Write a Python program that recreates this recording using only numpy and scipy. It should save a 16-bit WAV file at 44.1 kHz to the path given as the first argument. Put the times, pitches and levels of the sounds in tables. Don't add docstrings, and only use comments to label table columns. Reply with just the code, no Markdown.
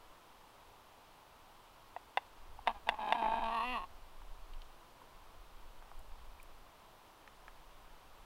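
import sys
import numpy as np
from scipy import signal
from scipy.fft import rfft, irfft, next_fast_len
from scipy.io import wavfile
from scipy.ndimage import map_coordinates

SR = 44100
rng = np.random.default_rng(int(sys.argv[2]) if len(sys.argv) > 2 else 0)


def inscribe(sig):
    pcm = np.round(np.clip(np.atleast_2d(sig).T, -1, 1) * 32767)
    wavfile.write(sys.argv[1], SR, pcm.astype(np.int16))


N = 363825

# t/s, level/dB, knock f/Hz, treble tilt/(dB per octave), echo delay/s, echo gain
BILL_CLAPS = [(1.9641, -29.5, 720, -8.5, 0.0042, 0.33), (2.1733, -16.5, 748, -2, .0039, 0.52),
              (2.6739, -16, 782, -3.5, .0044, 0.83), (2.89, -14, 741, 0, .0044, 0.54),
              (3.1244, -15, 760, -2, 0.0044, 0.54)]
# f/Hz, width/Hz, level/dB
BILL_TONES = [(753, 180, 0), (548, 193, -6), (950, 280, -2.5), (1564, 300, -10.5), (2050, 380, -3.5),
              (2760, 350, -6.5), (3510, 380, -9), (4730, 700, -31), (9600, 2000, -37.5)]
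def bill_claps(tip_db=-9, tip_delay_s=.0011):
    out = np.zeros(N)
    for s, db, knock_hz, tilt_db, echo_delay, echo_gain in BILL_CLAPS:
        stretch = knock_hz / BILL_TONES[0][0]
        clap = ring(lambda f: resonances(BILL_TONES, f / stretch)
                    * amp(tilt_db * np.log2(np.clip(f, 800, 4000) / 800)))
        add(clap, tip_delay_s, amp(tip_db) * clap)
        clap = amp(db) * clap / np.abs(clap).max()
        add(out, s, scatter(clap, t60=.04, db=-14))
        add(out, s + echo_delay, echo_gain * scatter(clap, t60=.03, db=-12))
    return out


# f/Hz, width/Hz, level/dB
THROAT_TONES = [
    [(237, 135, -13.5), (447, 330, -39), (688, 120, -9.5), (848, 170, 2.5), (984, 83, -3.5),
     (1644, 100, -11), (2520, 250, -16.5), (3120, 190, -21), (3770, 270, -22.5), (4700, 240, -43.5),
     (8960, 810, -45.5)],
    [(232, 270, -19), (445, 250, -24), (750, 190, -8.5), (936, 130, 0), (1098, 91, 5.5), (1860, 88, -8.5),
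     (2710, 360, -11.5), (3480, 160, -21.5), (4140, 170, -21), (10240, 820, -36.5), (12900, 2300, -52)],
    [(239, 170, -0.5), (520, 80, -8), (695, 140, 7), (1060, 76, 13), (1155, 56, 12.5), (1923, 104, 8),
     (2680, 380, 5.5), (3350, 180, -7), (4340, 140, -11), (10900, 1800, -29)],
]
# f/Hz, width/Hz, level/dB
GURGLE_TONES = [(286, 307, -0.5), (2100, 720, -7)]
def growl(blunt_hz=1700, treble_hz=2000, flutter_db=4, gurgle_db=-18):
    pitch, gain, rough, gape = voice_controls()
    puffs = air_puffs(pitch, rough)
    slaps, swell, pause = rattles(pitch)
    treble = filtered(puffs, lambda f: f ** 4 / (f ** 4 + treble_hz ** 4))
    flutter = amp(flutter_db * np.sqrt(rough) * wobble(170))
    voice = (puffs - treble) * (1 - pause) + treble * flutter
    opening = np.clip(gape, 0, 1)
    blunt = filtered(slaps, lambda f: f / np.hypot(f, 450) / np.sqrt(1 + (f / blunt_hz) ** 4))
    drive = gain * voice + (1 - opening) * blunt + opening * slaps
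    out = amp(gurgle_db) * swell * noise(lambda f: resonances(GURGLE_TONES, f))
    for k, tones in enumerate(THROAT_TONES):
        throat = ring(lambda f: resonances(tones, f))
        throat /= np.linalg.norm(throat)
        share = np.clip(1 - np.abs(np.clip(gape, 0, 2) - k), 0, 1)
        out += signal.fftconvolve(drive * share * np.sqrt(SR / pitch), throat)[:N]
    return out


# t/s, f/Hz
CALL_PITCH = [(2.99, 218.9), (3.1, 203.7), (3.145, 240), (3.255, 217.5), (3.35, 228.8), (3.5, 224.7),
              (3.545, 234.9), (3.595, 218.8), (3.655, 247.6), (3.725, 253.3), (3.765, 223.4),
              (3.805, 179.4)]
# t/s, roughness (0 clear, 1 hoarse)
CALL_ROUGHNESS = [(3.13, 0.85), (3.19, 0.44), (3.35, 0.28), (3.42, 0.6), (3.58, 0.31), (3.63, 0.58),
                  (3.655, 0.04), (3.75, 0.11), (3.8, 0.84)]
# t/s, gape (0 nearly shut, 1 half open, 2 wide)
CALL_GAPE = [(3.42, 0.022), (3.57, 0.88), (3.635, 1.2), (3.7, 2.24), (3.76, 1.3), (3.83, 0.92)]
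# t/s, length/s, level/dB, f/Hz, roughness (capped at 1), gape
GRUNTS = [(2.671, .041, -38.5, 238, 1.2, 0.32), (2.747, .027, -50.5, 207, 0.2, 0.25),
          (2.869, 0.0489, -42, 230, 1.13, .03), (2.956, 0.0267, -51, 211, 1.1, 0.55)]
def voice_controls(call_db=-37.5, half_open_db=2, attack_s=.004, release_s=.00576):
    start_s, full_s, fade_s, end_s = 2.99, 3.26, 3.76, 3.795
    swell_db_per_s, fade_db_per_s = 21, 221
    grunt_sag_hz_per_s, grunt_fade_db_per_s = 280, 74
    t = np.arange(N) / SR
    pitch, rough, gape = curve(CALL_PITCH), curve(CALL_ROUGHNESS), curve(CALL_GAPE)
    level_db = call_db + half_open_db * np.clip(1 - np.abs(gape - 1), 0, 1)
    level_db -= swell_db_per_s * np.maximum(full_s - t, 0)
    level_db -= fade_db_per_s * np.maximum(t - fade_s, 0)
    gain = amp(level_db) * envelope(start_s, end_s - start_s, attack_s, release_s)
    for s, length, db, hz, grunt_rough, grunt_gape in GRUNTS:
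        age = np.clip(t - s, 0, length)
        grunt = amp(db - grunt_fade_db_per_s * age) * envelope(s, length, attack_s, release_s)
        louder = grunt > gain
        pitch[louder] = hz - grunt_sag_hz_per_s * age[louder]
        gain[louder], rough[louder], gape[louder] = grunt[louder], grunt_rough, grunt_gape
    return pitch, gain, np.clip(rough, 0, 1), gape


def air_puffs(pitch, rough, jitter_s=.00021, spread_db=3.5, rasp_gain=.08):
    cycles = np.cumsum(pitch) / SR
    at = np.interp(np.arange(1, int(cycles[-1])), cycles, np.arange(N))
    uneven = rough[at.astype(int)]
    chance = rng.standard_normal((len(at), 2))
    at += jitter_s * SR * uneven * chance[:, 0]
    sizes = amp(spread_db * uneven * chance[:, 1])
    nearby = at.astype(int)[:, None] + np.arange(-7, 9)
    offset = nearby - at[:, None]
    shape = np.sinc(offset) * np.cos(np.pi * offset / 16) ** 2
    puffs = np.bincount(np.clip(nearby, 0, N - 1).ravel(), (shape * sizes[:, None]).ravel(), N)
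    rasp = rasp_gain * rough * np.exp(-2 * (cycles % 1)) * rng.standard_normal(N)
    return puffs + rasp


# t/s, number of rattles, level/dB
RATTLE_RUNS = [(2.926, 2, -40), (2.993, 1, -38), (3.042, 2, -37), (3.078, 3, -34.5), (3.156, 1, -30),
               (3.2265, 2, -28.5), (3.263, 1, -26), (3.285, 1, -30), (3.323, 2, -29), (3.394, 1, -35),
               (3.804, 3, -43.5)]
def rattles(pitch, gap_s=.0185, spread_db=.97):
    slaps, swell, pause = np.zeros((3, N))
    bump = np.hanning(round(.02 * SR))
    for start, count, db in RATTLE_RUNS:
        for s in start + gap_s * np.arange(round(count)):
            period = 1 / pitch[round(s * SR)]
            for cycle, size in zip((-1, 0, 1), (.85, 1, .4)):
                add(slaps, s + cycle * period, amp([db + rng.normal(0, spread_db)]) * size)
            bump_start = s - len(bump) / SR / 2
            add(swell, bump_start, amp(db) * bump)
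            add(pause, bump_start, 2 * bump)
    return slaps, swell, np.minimum(pause, 1)


# t/s, level/dB, f/Hz, width/octaves
LIGHT_TAPS = [(2.5897, -39.5, 880, .36), (4.218, -48, 1060, 0.74), (4.536, -47, 3080, 0.59),
              (4.6189, -43, 3430, .53), (5.017, -48.5, 980, 0.81), (5.8246, -44.5, 930, .97),
              (5.9156, -44, 960, 0.66), (5.9924, -49, 9800, 0.76), (6.399, -53, 2350, 0.21),
              (6.43, -43.5, 10000, .97), (7.277, -39.5, 1490, 1), (7.481, -37, 1170, 1)]
def ticks():
    out = np.zeros(N)
    for s, db, hz, octaves in LIGHT_TAPS:
        tick = ring(lambda f: 1 / (1 + (np.log2((f + 1) / hz) / octaves) ** 2) ** 2)
        tick = amp(db) * tick / np.abs(tick).max()
        add(out, s, scatter(tick, t60=.017, db=-3))
    return out


# f/Hz, relative level/dB
HUSH_SPECTRUM = [(26, -29), (45, -6.5), (75, -3), (181, -9.5), (215, -9), (288, -7.5), (448, -7), (615, -5),
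                 (712, -4), (1000, -1), (1720, -13), (2190, -14.5), (3090, -13.5), (6920, -25),
                 (15500, -26)]
# f/Hz, relative level/dB
RUMBLE_SPECTRUM = [(8, 0.5), (18, 6.5), (30, -1), (50, -11), (80, -18.5), (130, -39.5), (300, -55),
                   (800, -100)]
# t/s, length/s, level/dB
GUSTS = [(0, .1, -61), (2.5, 0.094, -46.5), (2.78, 0.045, -46), (3.3, 0.17, -47), (3.588, 0.41, -52.5),
         (4.247, 0.025, -44), (4.36, 0.22, -48.5), (5.19, 0.63, -52.5), (6.01, 0.28, -47.5),
         (6.295, 0.33, -57.5), (7.37, 0.99, -57)]
def wind(hush_db=-61, calm_db=-68, lump_db=1, lumps_per_s=12):
    hush = noise(lambda f: amp(along(HUSH_SPECTRUM, f)))
    rumble = noise(lambda f: amp(along(RUMBLE_SPECTRUM, f)))
    gusts = [amp(db) * envelope(s, length, attack_s=.091, release_s=.11) for s, length, db in GUSTS]
    strength = np.hypot(np.max(gusts, axis=0), amp(calm_db))
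    turbulence = amp(lump_db * wobble(lumps_per_s))
    return hush * amp(hush_db) + rumble * strength * turbulence


def amp(db):
    return 10 ** (np.asarray(db) / 20)


def along(points, hz):
    f, values = np.transpose(points)
    return np.interp(np.log(hz + 1), np.log(f + 1), values)


def curve(points):
    return np.interp(np.arange(N) / SR, *np.transpose(points))


def envelope(start, length, attack_s, release_s):
    t = np.arange(N) / SR - start
    return np.exp(np.minimum(t, 0) / attack_s - np.maximum(t - length, 0) / release_s)


def wobble(per_s):
    points = rng.standard_normal(int(N * per_s / SR) + 4)
    return map_coordinates(points, [np.arange(N) * per_s / SR])


def filtered(x, gain):
    size = next_fast_len(N + SR // 2)
    return irfft(rfft(x, size) * gain(np.fft.rfftfreq(size, 1 / SR)), size)[:N]


def noise(gain):
    x = filtered(rng.standard_normal(N), gain)
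    return x / np.sqrt(np.mean(x ** 2) + 1e-20)


def resonances(tones, f):
    return sum(amp(db) / (1 + ((f * f - hz * hz) / (f * width + 1e-9)) ** 2) for hz, width, db in tones)


def ring(gain, size=4096):
    cepstrum = irfft(np.log(np.maximum(gain(np.fft.rfftfreq(size, 1 / SR)), 1e-6)))
    cepstrum[1:size // 2] *= 2
    cepstrum[size // 2 + 1:] = 0
    return irfft(np.exp(rfft(cepstrum)))


def add(track, s, sound):
    part = track[round(s * SR):][:len(sound)]
    part += sound[:len(part)]


def scatter(x, t60, db):
    t = np.arange(SR // 2) / SR
    tail = rng.standard_normal(len(t)) * amp(-60 * t / t60) * (1 - np.exp(-t / .001))
    return x + amp(db) * signal.fftconvolve(x, tail / np.linalg.norm(tail))[:len(x)]


def scene():
    birds = scatter(bill_claps() + growl() + ticks(), t60=.26, db=-28)
    return (birds + wind())[None]


def record(dry, top_hz=15800):
    return filtered(dry[0], lambda f: f < top_hz)[None]


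dry = scene()
out = record(dry)
inscribe(out)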